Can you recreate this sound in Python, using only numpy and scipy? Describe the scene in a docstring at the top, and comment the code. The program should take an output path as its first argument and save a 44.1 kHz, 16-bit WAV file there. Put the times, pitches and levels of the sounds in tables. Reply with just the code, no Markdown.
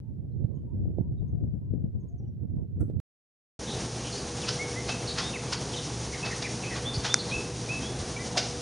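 """At the foot of a wind turbine, from two microphone positions with a short silence between them.
First, in stereo, gusts buffet the microphone over a faint hiss of air and far birds. Then, louder and in
mono through a duller microphone, the blades roar overhead and the tower hums with its gear tones;
a songbird warbles among the trees, feet scuff on gravel and something small and hard clicks close by."""
import sys
import numpy as np
from scipy import signal
from scipy.fft import rfft, irfft, next_fast_len
from scipy.io import wavfile

SR = 44100
rng = np.random.default_rng(int(sys.argv[2]) if len(sys.argv) > 2 else 0)


def wrap_up_sound(samples):
    """Save the sound to the file named by the first command line argument, as 16-bit audio."""
    columns = np.atleast_2d(samples).T
    # keep every value between -1 and 1, then stretch to whole-number steps
    tamed = np.clip(columns, -1, 1)
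    steps = np.round(tamed * 32767).astype(np.int16)
    wavfile.write(sys.argv[1], SR, steps)


N = 379701
TIME = np.arange(N) / SR

# roar of the blades, heard from below: (frequency [Hz], relative level [dB])
ROAR_SPECTRUM = [(22, -22), (50, -9), (70, -3.5), (100, -4.5), (135, 3), (200, -1.5), (310, -4), (420, -5),
                 (580, -10.5), (800, -10.5), (1300, -18), (2500, -22.5), (6000, -26.5)]
# hiss of the blades: (frequency [Hz], relative level [dB])
HISS_SPECTRUM = [(500, -9), (1500, -10), (3000, -4.5), (4500, -1.5), (6000, 3.5), (7000, -0.5),
                 (8200, -3.5), (10300, -13), (11000, -52)]
# that hiss easing with the wind: (time [s], level [dB])
HISS_LEVELS = [(3.6, -42.2), (5.0, -41.2), (8.6, -42.6)]
# generator tones from the tower: (frequency [Hz], level [dB], width [Hz])
HUM_TONES = [(66.5, -46.5, 5), (119, -40.5, 2.47), (239, -51.5, 4.03), (407, -52.5, 11.65),
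             (667, -59.5, 14.3), (752, -58.5, 10.23), (815, -59.5, 16.1), (1148, -62.5, 13.7),
             (1636, -65, 8.8)]
# the gear tone between blade passes: (time [s], level [dB])
GEAR_LEVELS = [(3.6, -47), (4.45, -40), (5.5, -43.7), (6.7, -45.3), (7.5, -45.3), (8.5, -41.5)]
# wind on the microphone: (frequency [Hz], relative level [dB])
BUFFET_SPECTRUM = [(25, -34), (38, -24), (55, -5.5), (100, 2), (150, -4.5), (220, -12.5), (350, -20.5),
                   (480, -29.5), (800, -46), (1100, -65), (2500, -78.5), (8000, -100)]
# the breeze between gusts: (time [s], relative level [dB], left over right [dB])
BREEZE_LEVELS = [(0.0, -39.5, -1), (0.3, -37, -9.5), (0.7, -34.5, -6), (1.15, -33.5, 1), (1.45, -35.5, 2),
                 (1.95, -35.5, 2.5), (2.15, -38.5, 1), (2.65, -39, -1.5), (3.0, -34, -6)]
# gusts: (peak time [s], relative level [dB], half length [s], left over right [dB])
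GUST_SWELLS = [(0.304, -33, 0.036, -13), (0.43, -30.5, .04, -10.5), (0.827, -28, 0.042, 1),
               (0.992, -29, .02, -11.5), (1.16, -35, .025, 0), (1.34, -32.5, 0.037, 8),
               (1.427, -30.5, .03, 3), (1.545, -31.5, 0.023, 14), (1.755, -31, .04, 14),
               (1.837, -31, .02, 15), (2.262, -36, 0.056, -10), (2.43, -32.5, 0.019, -12),
               (2.581, -29, .045, -14), (2.81, -26.5, .03, -1), (2.91, -31, 0.024, 1)]
# eddies slapping a port: (time [s], peak [dB], period [s], left over right [dB], rustle [dB])
EDDY_SLAPS = [(.448, -24, 0.0096, 2, -80), (.856, -34, 0.0033, 9, -90), (0.986, -20.5, 0.0034, -13.5, -79),
              (0.998, -27, 0.0076, -7, -82), (1.738, -22, 0.0047, 18.5, -86),
              (1.844, -19.5, 0.0085, 15.5, -80), (2.569, -23.5, 0.0079, -8, -77),
              (2.83, -24.5, 0.0047, -8, -84), (2.9, -26.5, 0.0037, -16, -70)]
# the songbird's clear whistles: (start [s], length [s], final pitch [Hz], level [dB])
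SONG_SLURS = [(4.589, .055, 2230, -34.5), (4.755, 0.054, 2080, -39.5), (4.882, 0.056, 2665, -37.5),
              (5.21, .09, 3720, -40), (6.228, .024, 2624, -34), (6.658, 0.039, 2590, -42),
              (6.849, 0.056, 3570, -34.5), (7.086, 0.064, 3610, -34), (7.312, 0.0614, 2625, -32.5),
              (7.686, 0.065, 2630, -33.5), (7.81, 0.093, 3410, -44.5), (8.162, 0.018, 2320, -37),
              (8.184, 0.049, 2030, -44.5)]
# its hoarse chips: (start [s], middle pitch [Hz], level [dB], fall [octaves])
SONG_CHIPS = [(4.41, 3100, -40.5, 1.0), (5.33, 2450, -39.7, .62), (5.758, 3590, -40.5, .26),
              (6.125, 2100, -41, 0.17), (6.3, 1980, -40, .1), (6.436, 2200, -38.5, .4),
              (6.625, 2444, -44.5, .5), (6.703, 1960, -40.5, 0.19), (7.282, 3950, -44, .3)]
# its buzzes: (start [s], length [s], pitch [Hz], level [dB])
SONG_BUZZES = [(3.666, 0.092, 3750, -43.5), (4.039, 0.062, 2900, -45), (4.11, .11, 4450, -43.5),
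               (5.07, 0.064, 4190, -36.5), (5.731, .028, 3200, -38.5), (6.933, .036, 4420, -37),
               (7.183, 0.045, 4290, -36.5)]
# gravel underfoot: (frequency [Hz], relative level [dB])
GRAVEL_SPECTRUM = [(250, -9), (500, -13.5), (800, 2), (1050, 6), (1800, 1), (2700, -0.5), (3600, 1),
                   (5200, 3), (7000, -5), (10000, -21)]
# scuffs: (time [s], level [dB], rise [s], decay [s], brightness [dB], relative knock [dB])
FOOT_SCUFFS = [(4.489, -29.5, 0.01, 0.011, 6, -11), (4.897, -27, 0.0098, 0.017, -5, -7.5),
               (5.187, -24.5, 0.0094, .022, -2, -14), (5.529, -29.5, 0.005, 0.014, 5, -23),
               (6.262, -29.5, .012, 0.021, -4, -4.5), (6.425, -36, 0.0031, 0.013, 7.5, -12),
               (6.765, -29.5, 0.011, 0.017, -9, -16), (7.054, -24.5, 0.0084, 0.021, -2, -17),
               (8.377, -22, 0.0043, 0.016, 3.5, -2.5)]
# modes of the small hard thing that clicks: (frequency [Hz], relative level [dB], t60 [s])
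SNAP_MODES = [(490, -25, .03), (1490, -2.5, 0.0067), (2310, -3, 0.0037), (3600, -7.5, 0.0054),
              (4880, 1.5, 0.0045), (5900, 5, 0.0051), (6950, 2, 0.0033), (8200, -3.5, 0.0036)]
# soft bumps on the microphone: (time [s], level [dB], half length [s], pitch [Hz])
MIC_BUMPS = [(6.981, -24, 0.016, 110.3), (7.373, -34, 0.024, 65.3), (8.011, -31, 0.026, 81.3)]
# a dry rustle nearby: (frequency [Hz], relative level [dB])
BRUSH_SPECTRUM = [(600, -1.5), (1050, 10), (1400, 19), (1700, 2.5), (2100, 4.5), (3000, -9), (4500, -15),
                  (6300, -0.5), (6900, -7.5), (8000, 4.5), (12300, -2), (13500, -13)]
# breathy tones behind the wind: (start [s], middle pitch [Hz], level [dB])
BREATHY_TONES = [(.02, 880, -75.5), (.5, 1030, -76), (.66, 935, -70), (.99, 930, -71), (1.22, 1020, -77.5),
                 (1.34, 712, -68), (1.6, 975, -80), (1.99, 1010, -79), (2.09, 700, -68), (2.19, 790, -71),
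                 (2.54, 940, -76)]
# birds in the distance: (start [s], middle pitch [Hz], level [dB], fall [octaves])
FAR_PEEPS = [(.312, 4120, -87, 0), (.435, 4100, -87, 0), (.547, 6680, -82, .11), (.565, 3060, -84, 0),
             (1.175, 3730, -77.5, .06), (1.277, 6350, -83.5, 0), (1.997, 6480, -78.5, .17),
             (2.08, 6570, -74, .13), (2.178, 5950, -74, .26), (2.24, 3010, -86.5, .07),
             (2.27, 5750, -82, .07)]
# hiss of the open air: (frequency [Hz], relative level [dB])
AIR_SPECTRUM = [(100, 6), (1200, 0.5), (2500, -5.5), (5000, -9.5), (8000, -15), (14000, -10.5)]


def turbine(overhead_s=4.025, blade_period_s=1.963, half_pass_s=.169):
    """From the foot of the tower: three blades sweep overhead in turn while the machinery runs."""
    passing = sum(hump(overhead_s + k * blade_period_s, half_pass_s) for k in range(3))
    return blades(passing) + generator_hum() + gear_tone(passing)


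def blades(passing, roar_db=-37, swish_db=.24, churn_db=1.07, flutter_db=1.58):
    """The blades roar and hiss, a little more as each sweeps over the microphone."""
    roar = coloured(ROAR_SPECTRUM) * from_db(roar_db + swish_db * passing + churn_db * drift(10.4))
    hiss_db, = in_time(HISS_LEVELS)
    hiss = coloured(HISS_SPECTRUM) * from_db(hiss_db + swish_db * passing + flutter_db * drift(9.4))
    return roar + hiss


def generator_hum(waver_db=2.44):
    """The tower radiates the generator's tones, each wavering in level and pitch."""
    return sum(from_db(db + waver_db * drift(width)) * sine(hz + width / 2 * drift(width))
               for hz, db, width in HUM_TONES)


def gear_tone(passing, mesh_hz=485.8, lift_hz=2.98, sag_db=8.5, waver_hz=2.2, waver_db=2.2):
    """The gear mesh tone wavers; it sags in level and lifts in pitch as a blade passes."""
    pitch = mesh_hz + lift_hz * passing + waver_hz * drift(11.9)
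    mesh_db, = in_time(GEAR_LEVELS)
    return from_db(mesh_db - sag_db * passing + waver_db * drift(7)) * sine(pitch)


def wind(gain_db=1.0, shared=.25):
    """Right on the microphone, gusts add power to the breeze; each port has mostly its own turbulence."""
    breeze_db, balance_db = in_time(BREEZE_LEVELS)
    power = (from_db(breeze_db) * panned(balance_db)) ** 2
    for s, db, half_length, side_db in GUST_SWELLS:
        power += (from_db(db) * panned(side_db)) ** 2 * hump(s, half_length)
    ports = np.array([port_turbulence(), port_turbulence()]) + shared * port_turbulence()
    return rms_one(ports) * from_db(gain_db) * np.sqrt(power)


def port_turbulence(large_swell_db=2.5, small_swell_db=4.0, split_hz=280):
    """Lumpy pressure at one microphone port; the small fast whirls swell more than the large ones."""
    flow, swell = coloured(BUFFET_SPECTRUM), drift(13.8)
    large = soften(flow, split_hz)
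    small = flow - large
    return rms_one(large * from_db(large_swell_db * swell) + small * from_db(small_swell_db * swell))


def eddies(rustle_s=.012, rustle_hz=1400):
    """Now and then one eddy pulls and pushes hard at the ports, with a faint rustle."""
    rustle = rms_one(soften(rng.standard_normal(N), rustle_hz))
    out = np.zeros((2, N))
    for s, peak_db, period, side_db, rustle_db in EDDY_SLAPS:
        at = np.flatnonzero(np.abs(TIME - s) < .06)
        t = TIME[at] - s
        phase = 2 * np.pi * t / period
        slap = from_db(peak_db) * phase * np.exp(np.maximum((1 - phase ** 2) / 2, -50))
        puff = from_db(rustle_db) * rustle[at] * np.exp(-np.abs(t) / rustle_s)
        out[:, at] += (slap + puff) * panned(side_db)
    return out


def songbird(scoop_octaves_per_s=2.4, chip_s=.046):
    """A warble of scooped whistles, falling chips and level buzzes, scattered by the trees."""
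    slurs = [(s, length, hz, db, scoop_octaves_per_s * length) for s, length, hz, db in SONG_SLURS]
    chips = [(s, chip_s, hz, db, -fall) for s, hz, db, fall in SONG_CHIPS]
    buzzes = [(s, length, hz, db, 0) for s, length, hz, db in SONG_BUZZES]
    song = whistles(slurs, rasp=.11, scooped=True) + whistles(chips, rasp=.8) + whistles(buzzes, rasp=1)
    return outdoors(song, wet_db=-5.2, t60=.41)


def footsteps(grain_db=2.0, split_hz=2500, sole_lead_s=.0018, knock_hz=680, knock_s=.013):
    """The sole presses down dully, at times with a hollow knock; then the grit crunches in tiny grains."""
    crunch = rms_one(coloured(GRAVEL_SPECTRUM) * from_db(grain_db * drift(620)))
    sole = soften(crunch, split_hz)
    knock = rms_one(ring(crunch, knock_hz, t60=.016))
    out = np.zeros(N)
    for s, db, rise, decay, bright_db, knock_db in FOOT_SCUFFS:
        at = np.flatnonzero(np.abs(TIME - s) < .2)
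        t = TIME[at] - s
        grit = (crunch[at] - sole[at]) * from_db(bright_db)
        for part, since in ((sole[at], t + sole_lead_s), (grit, t)):
            out[at] += from_db(db) * part * np.exp(np.minimum(since / rise, -since / decay))
        out[at] += from_db(db + knock_db) * knock[at] * np.exp(-np.abs(t) / knock_s)
    return outdoors(out, wet_db=-6.5, t60=.46)


def click(s=7.1422, hit_db=-3, rebound_s=.0009, rebound_db=-17):
    """Close to the microphone, a sharp snap and its rebound ring a few short modes."""
    hits = np.zeros(N)
    hits[round(s * SR)] = from_db(hit_db)
    hits[round((s + rebound_s) * SR)] = from_db(hit_db + rebound_db)
    return sum((-1) ** k * from_db(db) * ring(hits, hz, t60)
               for k, (hz, db, t60) in enumerate(SNAP_MODES))


def bumps(pitch_wobble=.25):
    """Short low thuds on the microphone itself."""
    return sum(from_db(db) * hump(s, half_length) * sine(hz * (1 + pitch_wobble * drift(40.3)))
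               for s, db, half_length, hz in MIC_BUMPS)


def brush(s=2.81, level_db=-56, rise_s=.0055, decay_s=.011):
    """Nearby, a faint brushing sound swells and stops."""
    swell = np.exp(np.maximum(np.minimum((TIME - s) / rise_s, (s - TIME) / decay_s), -50))
    return outdoors(from_db(level_db) * swell * coloured(BRUSH_SPECTRUM), wet_db=-8.5, t60=.3)


def faint_tones(length_s=.105, rise_octaves=.08):
    """Soft unsteady tones rise a little, nearly lost in the wind."""
    notes = [(s, length_s, hz, db, rise_octaves) for s, hz, db in BREATHY_TONES]
    return whistles(notes, rasp=.44, rasp_rate=72)


def far_birds(peep_s=.026):
    """Thin short peeps from a long way off."""
    peeps = [(s, peep_s, hz, db, -fall) for s, hz, db, fall in FAR_PEEPS]
    return outdoors(whistles(peeps, rasp=.2), wet_db=-6.5, t60=.35)


def air(level_db=-83):
    """The open air hisses faintly behind the wind."""
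    return from_db(level_db) * coloured(AIR_SPECTRUM)


def outdoors(x, wet_db, t60, first_echo_s=.012):
    """Trees and ground scatter the sound back to the microphone as a thin tail of echoes."""
    t = TIME[:SR // 2]
    echoes = rng.standard_normal(len(t)) * (rng.random(len(t)) < .05)
    echoes *= (t > first_echo_s) * from_db(-60 * t / t60)
    return x + from_db(wet_db) * signal.fftconvolve(x, echoes / np.linalg.norm(echoes))[:N]


def dull_microphone(x, ceiling=.85, notch_hz=7685, notch_width_hz=760, cutoff_hz=10650):
    """The port leaves a notch in the treble, peaks are rounded and the top octave is lost."""
    notched = signal.lfilter(*signal.iirnotch(notch_hz, notch_hz / notch_width_hz, fs=SR), x)
    return low_pass(ceiling * np.tanh(notched / ceiling), cutoff_hz)


def whistles(notes, rasp, rasp_rate=300, rasp_depth=.08, rasp_db=3.0, scooped=False):
    """Notes glide through their pitch or scoop up to it; rasp shakes pitch and strength."""
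    out, shake, tremble = np.zeros(N), drift(rasp_rate), drift(rasp_rate / 2)
    for s, length, hz, db, rise_octaves in notes:
        at = np.arange(int(s * SR), int((s + length) * SR))
        progress = np.linspace(0, 1, len(at))
        glide = (progress - 1) ** 3 if scooped else progress - .5
        pitch = hz * 2 ** (rise_octaves * glide) * (1 + rasp_depth * rasp * shake[at])
        swell = np.sqrt(2 * np.abs(np.sin(np.pi * progress)))
        out[at] += swell * from_db(db + rasp_db * rasp * tremble[at]) * sine(pitch)
    return out


def from_db(db):
    return 10 ** (np.asarray(db) / 20)


def rms_one(x):
    return x / np.sqrt(np.mean(x ** 2) + 1e-20)


def in_time(rows):
    """Each column of a curve at every sample."""
    s, *columns = np.transpose(rows)
    return [np.interp(TIME, s, column) for column in columns]


def panned(balance_db):
    """Left and right gains of constant power."""
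    gains = from_db(np.array([[.5], [-.5]]) * balance_db)
    return gains / np.sqrt(np.mean(gains ** 2, axis=0))


def hump(s, half_length):
    """A bell-shaped swell of height 1 around a moment."""
    out = np.zeros(N)
    near = slice(*np.searchsorted(TIME, [s - 4 * half_length, s + 4 * half_length]))
    out[near] = np.exp(-((TIME[near] - s) / half_length) ** 2)
    return out


def drift(rate):
    """A smooth random wander of spread 1 that changes about `rate` times a second."""
    step, settle = 20, 4000
    r = np.exp(-2 * np.pi * rate * step / SR)
    noise = rng.standard_normal(N // step + settle + 2)
    slow = signal.lfilter([1], [1, -2 * r, r * r], noise)[settle:]
    return np.interp(np.arange(N) / step, np.arange(len(slow)), rms_one(slow))


def coloured(spectrum):
    """Noise with the given spectrum, rms 1."""
    size = next_fast_len(N)
    hz, level_db = np.transpose(spectrum)
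    bins = np.arange(1, size // 2 + 2) * SR / size
    gain = from_db(np.interp(np.log(bins), np.log(hz), level_db)) * np.minimum(bins / hz[0], 1)
    return rms_one(irfft(rfft(rng.standard_normal(size)) * gain, size)[:N])


def ring(clicks, hz, t60):
    """A unit click sets a sine of height 1 ringing."""
    r, w = from_db(-60 / (t60 * SR)), 2 * np.pi * hz / SR
    return signal.lfilter([0, np.sin(w)], [1, -2 * r * np.cos(w), r * r], clicks + 1e-18)


def sine(hz):
    """A tone that follows a pitch curve."""
    return np.sin(2 * np.pi * (np.cumsum(hz) / SR + rng.random()))


def soften(x, hz):
    """A gentle first-order treble roll-off."""
    return signal.sosfilt(signal.butter(1, hz, "low", fs=SR, output="sos"), x)


def low_pass(x, hz):
    """A steep treble cut that keeps clicks short."""
    taps = signal.firwin(161, hz, window="blackman", fs=SR)
    return signal.lfilter(taps, [1], np.roll(x, -80, axis=-1))  # the roll cancels the filter's delay


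def scene(wind_end_s=3.001, turbine_start_s=3.591, fade_s=.002):
    """The windy stereo position stops dead; after a silence comes the turbine, in mono."""
    windy = wind() + eddies() + faint_tones() + air() + far_birds() + brush()
    under_blades = dull_microphone(turbine() + songbird() + footsteps() + bumps() + click())
    fade_in = np.clip((TIME - turbine_start_s) / fade_s, 0, 1)
    return windy * (TIME < wind_end_s) + under_blades * fade_in


def record(dry):
    """The highest treble is cut at both positions."""
    return low_pass(dry, hz=14200)


dry = scene()
out = record(dry)
wrap_up_sound(out)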